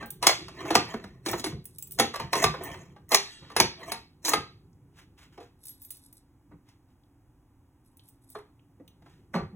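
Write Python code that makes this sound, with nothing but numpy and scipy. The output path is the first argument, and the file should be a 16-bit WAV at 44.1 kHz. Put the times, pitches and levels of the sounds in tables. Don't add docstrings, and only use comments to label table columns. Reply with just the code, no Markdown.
import sys
import numpy as np
from scipy import signal
from scipy.fft import rfft, irfft, next_fast_len
from scipy.io import wavfile

SR = 44100
rng = np.random.default_rng(int(sys.argv[2]) if len(sys.argv) > 2 else 0)


def wav_record(signal):
    frames = np.transpose(np.atleast_2d(signal))
    bounded = np.clip(frames, -1, 1)
    quanta = np.round(bounded * 32767).astype(np.int16)
    wavfile.write(sys.argv[1], SR, quanta)


N = 421155
TIME = np.arange(N) / SR
RING_TIME = np.arange(SR // 3) / SR

# (strongest at [s], rise [s], fall [s], body level [dB], bright level [dB])
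RUBS = [(0.03, 0.23, 0.021, -41, -57.5), (0.599, .05, .2, -40, -54.5), (0.696, 0.13, .03, -38, -48),
        (0.739, 0.027, .015, -37, -42.5), (0.92, 0.29, 0.09, -43, -53), (0.978, .03, .25, -52.5, -63.5),
        (1.289, .03, .06, -30, -30), (1.40, .04, 0.022, -39, -35.5), (1.464, .01, 0.039, -35.5, -33.5),
        (2.215, .01, .13, -41.5, -57.5), (2.37, .02, .12, -32.5, -33.5), (2.432, .06, 0.027, -24, -26.5),
        (2.565, .01, .1, -45, -62), (2.657, 0.072, 0.2, -37.5, -47.5), (3.138, 0.027, .012, -21, -21.5),
        (3.431, .02, 0.084, -51.5, -72), (3.52, 0.04, 0.026, -50, -63), (3.828, 0.047, .035, -37, -51),
        (3.9, 0.07, .012, -37.5, -43), (4.253, 0.0098, .04, -29.5, -29), (4.292, 0.036, .025, -29, -20),
        (4.322, 0.017, .02, -27.5, -30)]
# (frequency [Hz], level [dB])
RUB_BODY_SPECTRUM = [(150, -41.5), (250, -14.5), (351, -5.5), (451, -17.5), (1150, -11.5), (1430, -19),
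                     (2000, -15.5), (2880, -25), (5000, -29), (6500, -68), (11000, -120)]
# (frequency [Hz], level [dB])
RUB_BRIGHT_SPECTRUM = [(2650, -43), (4500, -17), (5840, 2.5), (11800, -11.5), (13500, -15), (15300, -14.5),
                       (16100, -13.5), (16500, -35)]
# (frequency [Hz], mean level [dB], t60 [s])
HOUSING_MODES = [(227.6, -9, 0.25), (355, -4.5, 0.11), (540, -10, 0.1), (640, 1, 0.099), (800, -0.5, 0.11),
                 (945, -0.5, 0.075), (1136, -4.5, .14), (1243, -5, 0.077), (1595, -5, 0.11),
                 (1837, 3, 0.11), (2033, 3, 0.039), (2623, -5, 0.21), (3220, -2.5, 0.091), (3820, -6, 0.14),
                 (3980, 6, .12), (4240, 8, .14), (5810, -3.5, 0.18), (6370, -5, .15), (6795, -7, 0.1),
                 (7815, -13.5, 0.095), (9730, -2.5, 0.076), (10200, -7, .1)]
# (time [s], level [dB])
HANDLING = [(0, -47), (1.0, -45.5), (1.85, -53.5), (2.8, -44), (3.25, -60.5), (3.8, -49.5), (4.2, -57.5),
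            (4.5, -51.5), (6.4, -66), (8.5, -63.5), (9.5, -50.5)]
# (strongest at [s], level [dB])
PUSHES = [(0.46, -47.5), (0.77, -36), (1.34, -34), (1.55, -32.5), (2.02, -33), (2.25, -34), (2.47, -25.5),
          (2.73, -39), (3.44, -44), (3.635, -29.5), (4.38, -35), (6.54, -46), (9.44, -33)]
# (frequency [Hz], level [dB])
RUMBLE_SPECTRUM = [(18, -35), (30, -15), (54, -3), (113, 2), (150, 5), (219, -6), (291, -19), (360, -3.5),
                   (455, -17), (500, -16.5), (650, -41), (1100, -120)]
# (frequency [Hz], level [dB])
AIR_SPECTRUM = [(15, -36.5), (25, -8.5), (123, 0.5), (145, -15.5), (217, -15.5), (277, -2.5), (384, -18.5),
                (416, -27), (476, -22), (607, -26.5), (840, -20), (1330, -29.5), (4030, -42.5),
                (8590, -41.5), (16000, -44)]
# (time [s], metal level [dB], brightness [dB per octave],
# board thud level [dB], single resonance [Hz], ringing [dB])
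BLOWS = [(0.026, -50, -5, -45, 1580, 8), (0.226, -31.5, -1, -48, 980, 9), (0.238, -38, -3, -53, 1000, -0.5),
         (0.268, -17, 1.7, -32, 2000, -3.5), (0.291, -30, -2.5, -49, 640, -5.5),
         (0.482, -50.5, -1.5, -64.5, 330, -7), (0.653, -48.5, -4.5, -51, 330, 5),
         (0.705, -32.5, -3, -26.5, 330, 1.5), (0.752, -19.5, -0.9, -24, 1200, -8.5),
         (0.939, -45.5, -4.5, -32.5, 220, -18.5), (1.04, -52.5, -2.5, -45, 200, -8),
         (1.261, -37.5, .5, -33.5, 340, 5.5), (1.287, -40.5, 1.5, -40, 1190, -15),
         (1.331, -38.5, -4.5, -31, 350, -3), (1.396, -48.5, 4, -44, 250, -12),
         (1.441, -35.5, 1.1, -36, 370, 6), (1.459, -46.5, -3.5, -33, 320, -15),
         (1.522, -60, -4, -39, 170, -5.5), (1.987, -34, 1, -34, 2010, 0),
         (1.997, -22.5, -0.04, -26, 800, -1.5), (2.139, -41.5, -3.5, -64, 1150, 3),
         (2.158, -41.5, -0.5, -57, 1630, -3), (2.198, -39.5, -3.1, -44, 910, 3),
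         (2.33, -28, -1.5, -42, 1083, -1), (2.352, -33.5, -1.85, -36, 923, 1.5),
         (2.44, -22.5, -1, -33, 1170, -3), (2.54, -47.5, -6.5, -65, 800, -9),
         (2.609, -55.5, -7.5, -42, 370, -6.5), (2.741, -54.5, -3, -59.5, 910, -1.5),
         (2.962, -65.5, -6, -70.5, 820, 0), (3.118, -27, -0.66, -36.5, 2080, 6),
         (3.145, -19.5, 2, -36, 400, -12.5), (3.5, -56.5, -3.5, -58.5, 1160, -0.5),
         (3.516, -58, -2, -55.5, 1030, 0), (3.564, -27, -0.5, -38.5, 2112, 1.5),
         (3.6, -19, 1, -24.5, 910, -9), (3.918, -35, 0.5, -46, 910, 0.5),
         (4.249, -36.5, 4.5, -54.5, 950, 31.5), (4.281, -33, 0, -48, 1100, 4),
         (4.334, -25, -1.7, -32.5, 1240, -3.5), (5.377, -59, -4.5, -46.5, 710, -1),
         (5.402, -59, -4.5, -69, 480, 6), (6.512, -76.5, -9.5, -53, 290, 4), (6.687, -70, 1, -72, 290, 1),
         (8.351, -53.5, -7, -46.5, 420, 2), (8.385, -64, -5.5, -66, 400, -2),
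         (8.797, -81.5, -7, -48.5, 280, -17.5), (9.021, -73.5, -4, -68, 290, -15.5),
         (9.06, -68.5, -5, -59.5, 287, -4.5), (9.339, -45, -6, -30.5, 540, -6.5),
         (9.351, -41.5, -6, -29, 174, 14), (9.524, -89, -8, -44, 189, 5)]
BLOW_EDGES_HZ = [110, 450, 1500, 5000, 17000]
# (frequency [Hz], level [dB])
CONTACT_SPECTRUM = [(100, -10.5), (350, 4), (1100, 5.5), (1500, -0.5), (2100, 10.5), (4200, 6), (5200, -1),
                    (6200, -5.5), (8500, -14), (10200, -11.5), (13000, -18.5), (15300, -19), (17000, -25)]
# (time [s], level [dB], pitch of a single key [Hz], its share [dB])
CLINKS = [(0.059, -51, 15300, -0.5), (0.104, -38.5, 15330, -5), (1.313, -39.5, 10200, -27),
          (1.376, -52, 6900, 11.5), (1.642, -62, 15200, -5.5), (1.654, -44, 9970, -4.5),
          (1.784, -42, 15700, -1), (1.824, -40, 7680, 5), (1.872, -51, 8490, -9), (1.909, -47, 15000, -17),
          (1.919, -41.5, 15030, 0), (2.636, -41, 15250, 8), (3.091, -50, 6530, 1), (4.293, -35, 6700, -5),
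          (5.655, -49, 15030, -16), (5.668, -50, 15000, -5), (5.692, -45.5, 11500, 9),
          (5.818, -48.5, 14900, 12), (5.848, -49, 11500, 5), (5.905, -40.5, 11170, 0),
          (5.969, -59, 9500, -3), (6.127, -55, 14940, -12), (7.97, -60.5, 10500, -3),
          (8.086, -58, 8200, -2), (8.301, -54, 8650, -1), (8.877, -64, 6100, 1.5)]
# (frequency [Hz], level [dB])
KEY_SPECTRUM = [(3000, -13), (5500, -12), (7500, -15), (8500, -0.5), (10200, -5), (11500, -1),
                (13000, -7.5), (14200, -1.5), (15100, 7), (16000, -3.5)]
# (strongest at [s], rise [s], fall [s], level [dB])
GROANS = [(0.425, 0.083, 0.072, -43), (0.65, .2, 0.052, -40), (2.6, .04, .12, -43)]
# (time [s], level [dB])
SPRING_HITS = [(.270, -40), (3.146, -38)]
# (frequency [Hz], level [dB])
SPRING_SPECTRUM = [(600, -15), (1500, -6), (4200, 1.5), (6500, -2.5), (10000, -9), (15000, -22.5)]
# (strongest at [s], rise [s], fall [s], level [dB])
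SHAKES = [(1.76, 0.11, 0.041, -60), (1.935, .01, 0.059, -51), (5.668, 0.047, 0.098, -45),
          (5.83, 0.052, 0.087, -55), (5.92, .05, 0.12, -50), (6.06, .06, 0.052, -57),
          (6.175, .06, .025, -60), (7.865, .02, .08, -65.5), (8.07, 0.043, .07, -60),
          (8.225, .01, .05, -67), (8.31, 0.044, 0.079, -56), (8.372, 0.033, .05, -61)]
# (time [s], level [dB], pitch [Hz])
TICKS = [(4.73, -80, 6000), (7.035, -80, 3900), (7.994, -64, 3700), (8.594, -74, 2700), (8.878, -63, 3300)]
# (strongest at [s], rise [s], fall [s], level [dB])
BRUSHES = [(4.99, 0.043, 0.063, -54), (5.185, .015, .11, -57.5), (5.235, .04, .05, -58),
           (5.33, .015, .07, -62), (5.425, .04, .08, -61), (6.69, .04, 0.075, -67), (6.9, .03, .06, -76),
           (9.1, .08, 0.16, -66)]
# (frequency [Hz], level [dB])
SLEEVE_SPECTRUM = [(300, -15), (1000, -0.5), (2000, 0.5), (3500, -2.5), (7000, -9.5), (11000, -16),
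                   (16000, -20)]
# (frequency [Hz], t60 [s])
ROOM_T60 = [(150, 0.27), (500, 0.23), (1500, 0.28), (3500, 0.37), (7000, 0.19), (11000, 0.11),
            (16000, 0.092)]
# (frequency [Hz], phase [radians])
PORT_PHASE = [(200, -0.0), (900, -0.5), (1300, -0.4), (1750, 0.7), (3300, 1.4), (4700, 3.2), (6700, 6.3),
              (8450, 6.4), (9350, 12.3), (11500, 12.7), (12750, 13.8), (13850, 18.5), (15000, 18.7)]

SWELL_DB, SWELL_CURVE = 20, 1.2
HARD_CONTACT_S, SOFTENING_STEP_DB = .0015, 3.5
GRAZE_RISE_S, GRAZE_FALL_S, GRAZE_BODY_DB, GRAZE_BRIGHT_DB = .01, .003, -6.5, -8.5
PUSH_RISE_S, PUSH_FALL_S = 0.086, 0.084
RUMBLE_SHARE_DB, RUMBLE_LAG_S, RUMBLE_RISE_S, RUMBLE_FALL_S = -12, 0.015, .025, .13
AIR_DB = -61.5
HINGE_HZ, HINGE_WIDTH_HZ = 340, 70
CUTOFF_HZ = 16200


def from_db(db):
    return 10 ** (np.asarray(db) / 20)


def rms_one(x):
    return x / np.sqrt(np.mean(x ** 2) + 1e-20)


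def unit_burst(x):
    return x / np.sqrt(np.sum(x ** 2) / (.03 * SR) + 1e-20)


def at_hz(points, hz):
    points = np.array(points)
    return np.interp(np.log(np.maximum(hz, 1)), np.log(points[:, 0]), points[:, 1])


def band(x, low_hz, high_hz, order=2):
    edges_hz = [low_hz, min(high_hz, .45 * SR)]
    sos = signal.butter(order, edges_hz, "band", fs=SR, output="sos")
    return signal.sosfilt(sos, x + 1e-18)


def coloured(x, spectrum):
    size = next_fast_len(len(x))
    hz = np.arange(size // 2 + 1) * SR / size
    weighted = rfft(x, size) * from_db(at_hz(spectrum, hz))
    return rms_one(irfft(weighted, size)[:len(x)])


def add(track, s, sound):
    start = max(round(s * SR), 0)
    track[start:start + len(sound)] += sound[:N - start]


def dying(t60):
    return from_db(-60 * RING_TIME / t60)


def ringing(modes, spread_db, t=RING_TIME):
    hz, level_db, t60 = np.array(modes).T[:, :, None]
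    strength = from_db(level_db + spread_db * rng.standard_normal(hz.shape))
    strength = strength * rng.choice([-1, 1], hz.shape)
    phase = (2 * np.pi * hz * t).astype("f")
    fall = (np.log(1000) * t / t60).astype("f")
    return np.sum(strength * np.exp(-fall) * np.sin(phase), axis=0)


def crowd(spectrum, low_hz, high_hz, t60, count):
    hz = rng.uniform(low_hz, high_hz, count)
    lasting = rng.uniform(.7, 1.3, count) * (hz / hz.mean()) ** -.3
    return np.transpose([hz, at_hz(spectrum, hz), t60 * lasting])


def slips(per_s, size_db):
    sizes = from_db(size_db * np.minimum(rng.exponential(1, N), 4))
    return (rng.random(N) < per_s / SR) * sizes * rng.choice([-1, 1], N)


def swells(movements):
    power = np.zeros(N)
    for s, rise_s, fall_s, level_db in movements:
        t = np.arange(max(-2 * rise_s, -s), 2 * fall_s, 1 / SR)
        distance = np.maximum(-t / rise_s, t / fall_s)
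        add(power, s + t[0], from_db(level_db - SWELL_DB * distance ** SWELL_CURVE) ** 2)
    return np.sqrt(power)


def grating(x, patchy_db, catches_per_s):
    out, edges = 0, np.geomspace(280, 16500, 17)
    for low, high in zip(edges, edges[1:]):
        catches = from_db(patchy_db * rng.standard_normal(1000))
        gain = np.interp(TIME * catches_per_s, np.arange(len(catches)), catches)
        out = out + band(x, low, high) * gain
    return out


def rubbing(slips_per_s=700, size_db=2.5, ring_db=-10.0, body_db=-2.0, bright_db=-4.5):
    scratch = unit_burst(rng.standard_normal(len(RING_TIME)) * dying(0.017))
    response = scratch + from_db(ring_db) * unit_burst(ringing(HOUSING_MODES, spread_db=0.0))
    scraping = signal.oaconvolve(slips(slips_per_s, size_db), response)[:N]
    grain = grating(scraping, patchy_db=2.5, catches_per_s=55)
    grazes = [(s, GRAZE_RISE_S, GRAZE_FALL_S, db + GRAZE_BODY_DB, db + GRAZE_BRIGHT_DB)
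              for s, db, *_ in BLOWS]
    strokes = RUBS + grazes
    body = coloured(grain, RUB_BODY_SPECTRUM) * swells([(*timing, db) for *timing, db, _ in strokes])
    bright = coloured(grain, RUB_BRIGHT_SPECTRUM) * swells([(*timing, db) for *timing, _, db in strokes])
    return from_db(body_db) * body + from_db(bright_db) * bright


def background(rumble_db=-5.0, air_db=0.0):
    pushes = [(s, PUSH_RISE_S, PUSH_FALL_S, db) for s, db in PUSHES]
    jolts = [(s + RUMBLE_LAG_S, RUMBLE_RISE_S, RUMBLE_FALL_S, thud_db + RUMBLE_SHARE_DB)
             for s, _, _, thud_db, _, _ in BLOWS]
    handling = from_db(np.interp(TIME, *np.transpose(HANDLING)))
    shaking = np.hypot(handling, swells(pushes + jolts))
    rumble = from_db(rumble_db) * shaking * coloured(rng.standard_normal(N), RUMBLE_SPECTRUM)
    air = from_db(AIR_DB + air_db) * coloured(rng.standard_normal(N), AIR_SPECTRUM)
    return rumble + air


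def contact_noise(spectrum, ripple_db):
    hz = np.linspace(10, 130, 90) ** 2
    own_db = at_hz(spectrum, hz) + ripple_db * rng.standard_normal(len(hz))
    return coloured(rng.standard_normal(len(RING_TIME)), np.transpose([hz, own_db]))


def chatter(contact_s, bounce_db=-6.5, count=4):
    touch = (1 - np.exp(-(RING_TIME / contact_s) ** 2)) * dying(.014 + 7 * contact_s)
    power, delay = touch ** 2, 0
    for k in range(1, count):
        delay += k * rng.uniform(.002, .0045)
        bounce = from_db(bounce_db * k) * np.interp(RING_TIME - delay, RING_TIME, touch, left=0)
        power = power + bounce ** 2
    return np.sqrt(power)


def blows(shudder_t60=0.22, ring_db=-3.5, shudder_db=-1.0, note_db=-5.0, note_t60=0.16, thud_lag_s=.003):
    out = np.zeros(N)
    crack_db = [-13.5, 4.5, 2.5, 8.0]
    octaves = np.log2(np.array(BLOW_EDGES_HZ[1:4]) / BLOW_EDGES_HZ[2])
    for s, metal_db, brightness_db, thud_db, hz, ringing_db in BLOWS:
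        contact_s = HARD_CONTACT_S * 2 ** (max(-brightness_db, 0) / SOFTENING_STEP_DB)
        grain = contact_noise(CONTACT_SPECTRUM, ripple_db=3.0)
        crack = unit_burst(grain * chatter(contact_s))
        tail = from_db(ring_db) * unit_burst(ringing(HOUSING_MODES, spread_db=6.5))
        tail += from_db(note_db) * unit_burst(np.sin(2 * np.pi * hz * RING_TIME) * dying(note_t60))
        tail += from_db(shudder_db) * unit_burst(grain[::-1] * dying(shudder_t60))
        tail *= from_db(ringing_db) * (1 - np.exp(-(RING_TIME / contact_s) ** 2))
        band_db = [thud_db, *(metal_db + brightness_db * octaves)]
        for k, level_db in enumerate(band_db):
            part = band(tail + from_db(crack_db[k]) * crack, *BLOW_EDGES_HZ[k:k + 2], order=3)
            start = s - contact_s / 2 + thud_lag_s * (k == 0)
            add(out, start, from_db(level_db) * unit_burst(part))
    return out


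def clinks(tick_t60=0.026, tick_db=9, bunch_t60=.14, key_t60=0.11, rise_s=0.00063, level_db=-1.0):
    out = np.zeros(N)
    for s, clink_db, hz, key_db in CLINKS:
        noise = contact_noise(KEY_SPECTRUM, ripple_db=0.0)
        tick = unit_burst(band(noise, 2800, 19000) * dying(tick_t60))
        key = unit_burst(np.sin(2 * np.pi * hz * RING_TIME) * dying(key_t60))
        key *= min(hz / 6500, 1) ** 2
        modes = crowd(KEY_SPECTRUM, 5500, 16000, bunch_t60, count=50)
        bunch = unit_burst(ringing(modes, spread_db=1.0))
        clink = bunch + from_db(tick_db) * tick + from_db(key_db) * key
        clink *= 1 - np.exp(-RING_TIME / rise_s)
        add(out, s, from_db(clink_db + level_db) * unit_burst(clink))
    return out


def hinge(slips_per_s=250, size_db=2.0):
    low_hz, high_hz = HINGE_HZ - HINGE_WIDTH_HZ / 2, HINGE_HZ + HINGE_WIDTH_HZ / 2
    groan = band(slips(slips_per_s, size_db), low_hz, high_hz)
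    return rms_one(groan) * swells(GROANS)


def spring(t60=1.0):
    out = np.zeros(N)
    modes = crowd(SPRING_SPECTRUM, 590, 14000, t60, count=300)
    modes[:, 2] *= np.minimum(1, (5000 / modes[:, 0]) ** .5)
    for s, level_db in SPRING_HITS:
        buzz = ringing(modes, spread_db=0.5, t=np.arange(SR) / SR)
        add(out, s, from_db(level_db) * buzz / np.std(buzz[:SR // 20]))
    return grating(out, patchy_db=2.5, catches_per_s=30)


def jingle(touches_per_s=80, t60=0.023, level_db=-1.5):
    keys = 0
    for key in range(4):
        ring = ringing(crowd(KEY_SPECTRUM, 3500, 12000, t60, count=70), spread_db=0.5)
        touches = slips(touches_per_s, size_db=3.5)
        keys = keys + signal.oaconvolve(touches, ring)[:N]
    return from_db(level_db) * rms_one(keys) * swells(SHAKES)


def ticks(t60=.025, width=.2):
    out = np.zeros(N)
    for s, level_db, hz in TICKS:
        noise = rng.standard_normal(len(RING_TIME)) * dying(t60)
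        touch = band(noise, hz * (1 - width), hz * (1 + width))
        add(out, s, from_db(level_db) * unit_burst(touch))
    return out


def sleeve(fibres_per_s=2500, size_db=-1.0):
    return coloured(slips(fibres_per_s, size_db), SLEEVE_SPECTRUM) * swells(BRUSHES)


def room(x, build_s=0.0027):
    t, edges = np.arange(SR * 2 // 3) / SR, np.geomspace(80, 18000, 9)
    echo = 0
    for low, high in zip(edges, edges[1:]):
        t60 = at_hz(ROOM_T60, np.sqrt(low * high))
        echo = echo + band(rng.standard_normal(len(t)), low, high) * np.exp(-np.log(1000) * t / t60)
    echo *= 1 - np.exp(-(t / build_s) ** 2)
    return signal.fftconvolve(x, echo / np.sqrt(np.sum(echo ** 2)))[:N]


def two_ports(x):
    size = next_fast_len(N + SR // 10)
    hz = np.arange(size // 2 + 1) * SR / size
    lead = np.interp(hz, *np.transpose(PORT_PHASE))
    left = from_db(-.8) * x
    right = irfft(rfft(x, size) * np.exp(-1j * lead), size)[:N]
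    return np.array([left, right])


def scene(room_db=-12.0, key_room_db=-8.0):
    station = rubbing() + blows() + hinge() + spring() + ticks() + sleeve()
    keys = clinks() + jingle()
    wet = room(from_db(room_db) * station + from_db(key_room_db) * keys)
    diffuse = from_db(-16) * room(band(station + keys, 450, 16000)) + from_db(-21) * background()
    return two_ports(station + keys + wet + background()) + diffuse * np.array([[1], [-1]])


def record(dry):
    low_pass = signal.ellip(10, .2, 80, CUTOFF_HZ, fs=SR, output="sos")
    return signal.sosfilt(low_pass, np.tanh(dry))


dry = scene()
out = record(dry)
wav_record(out)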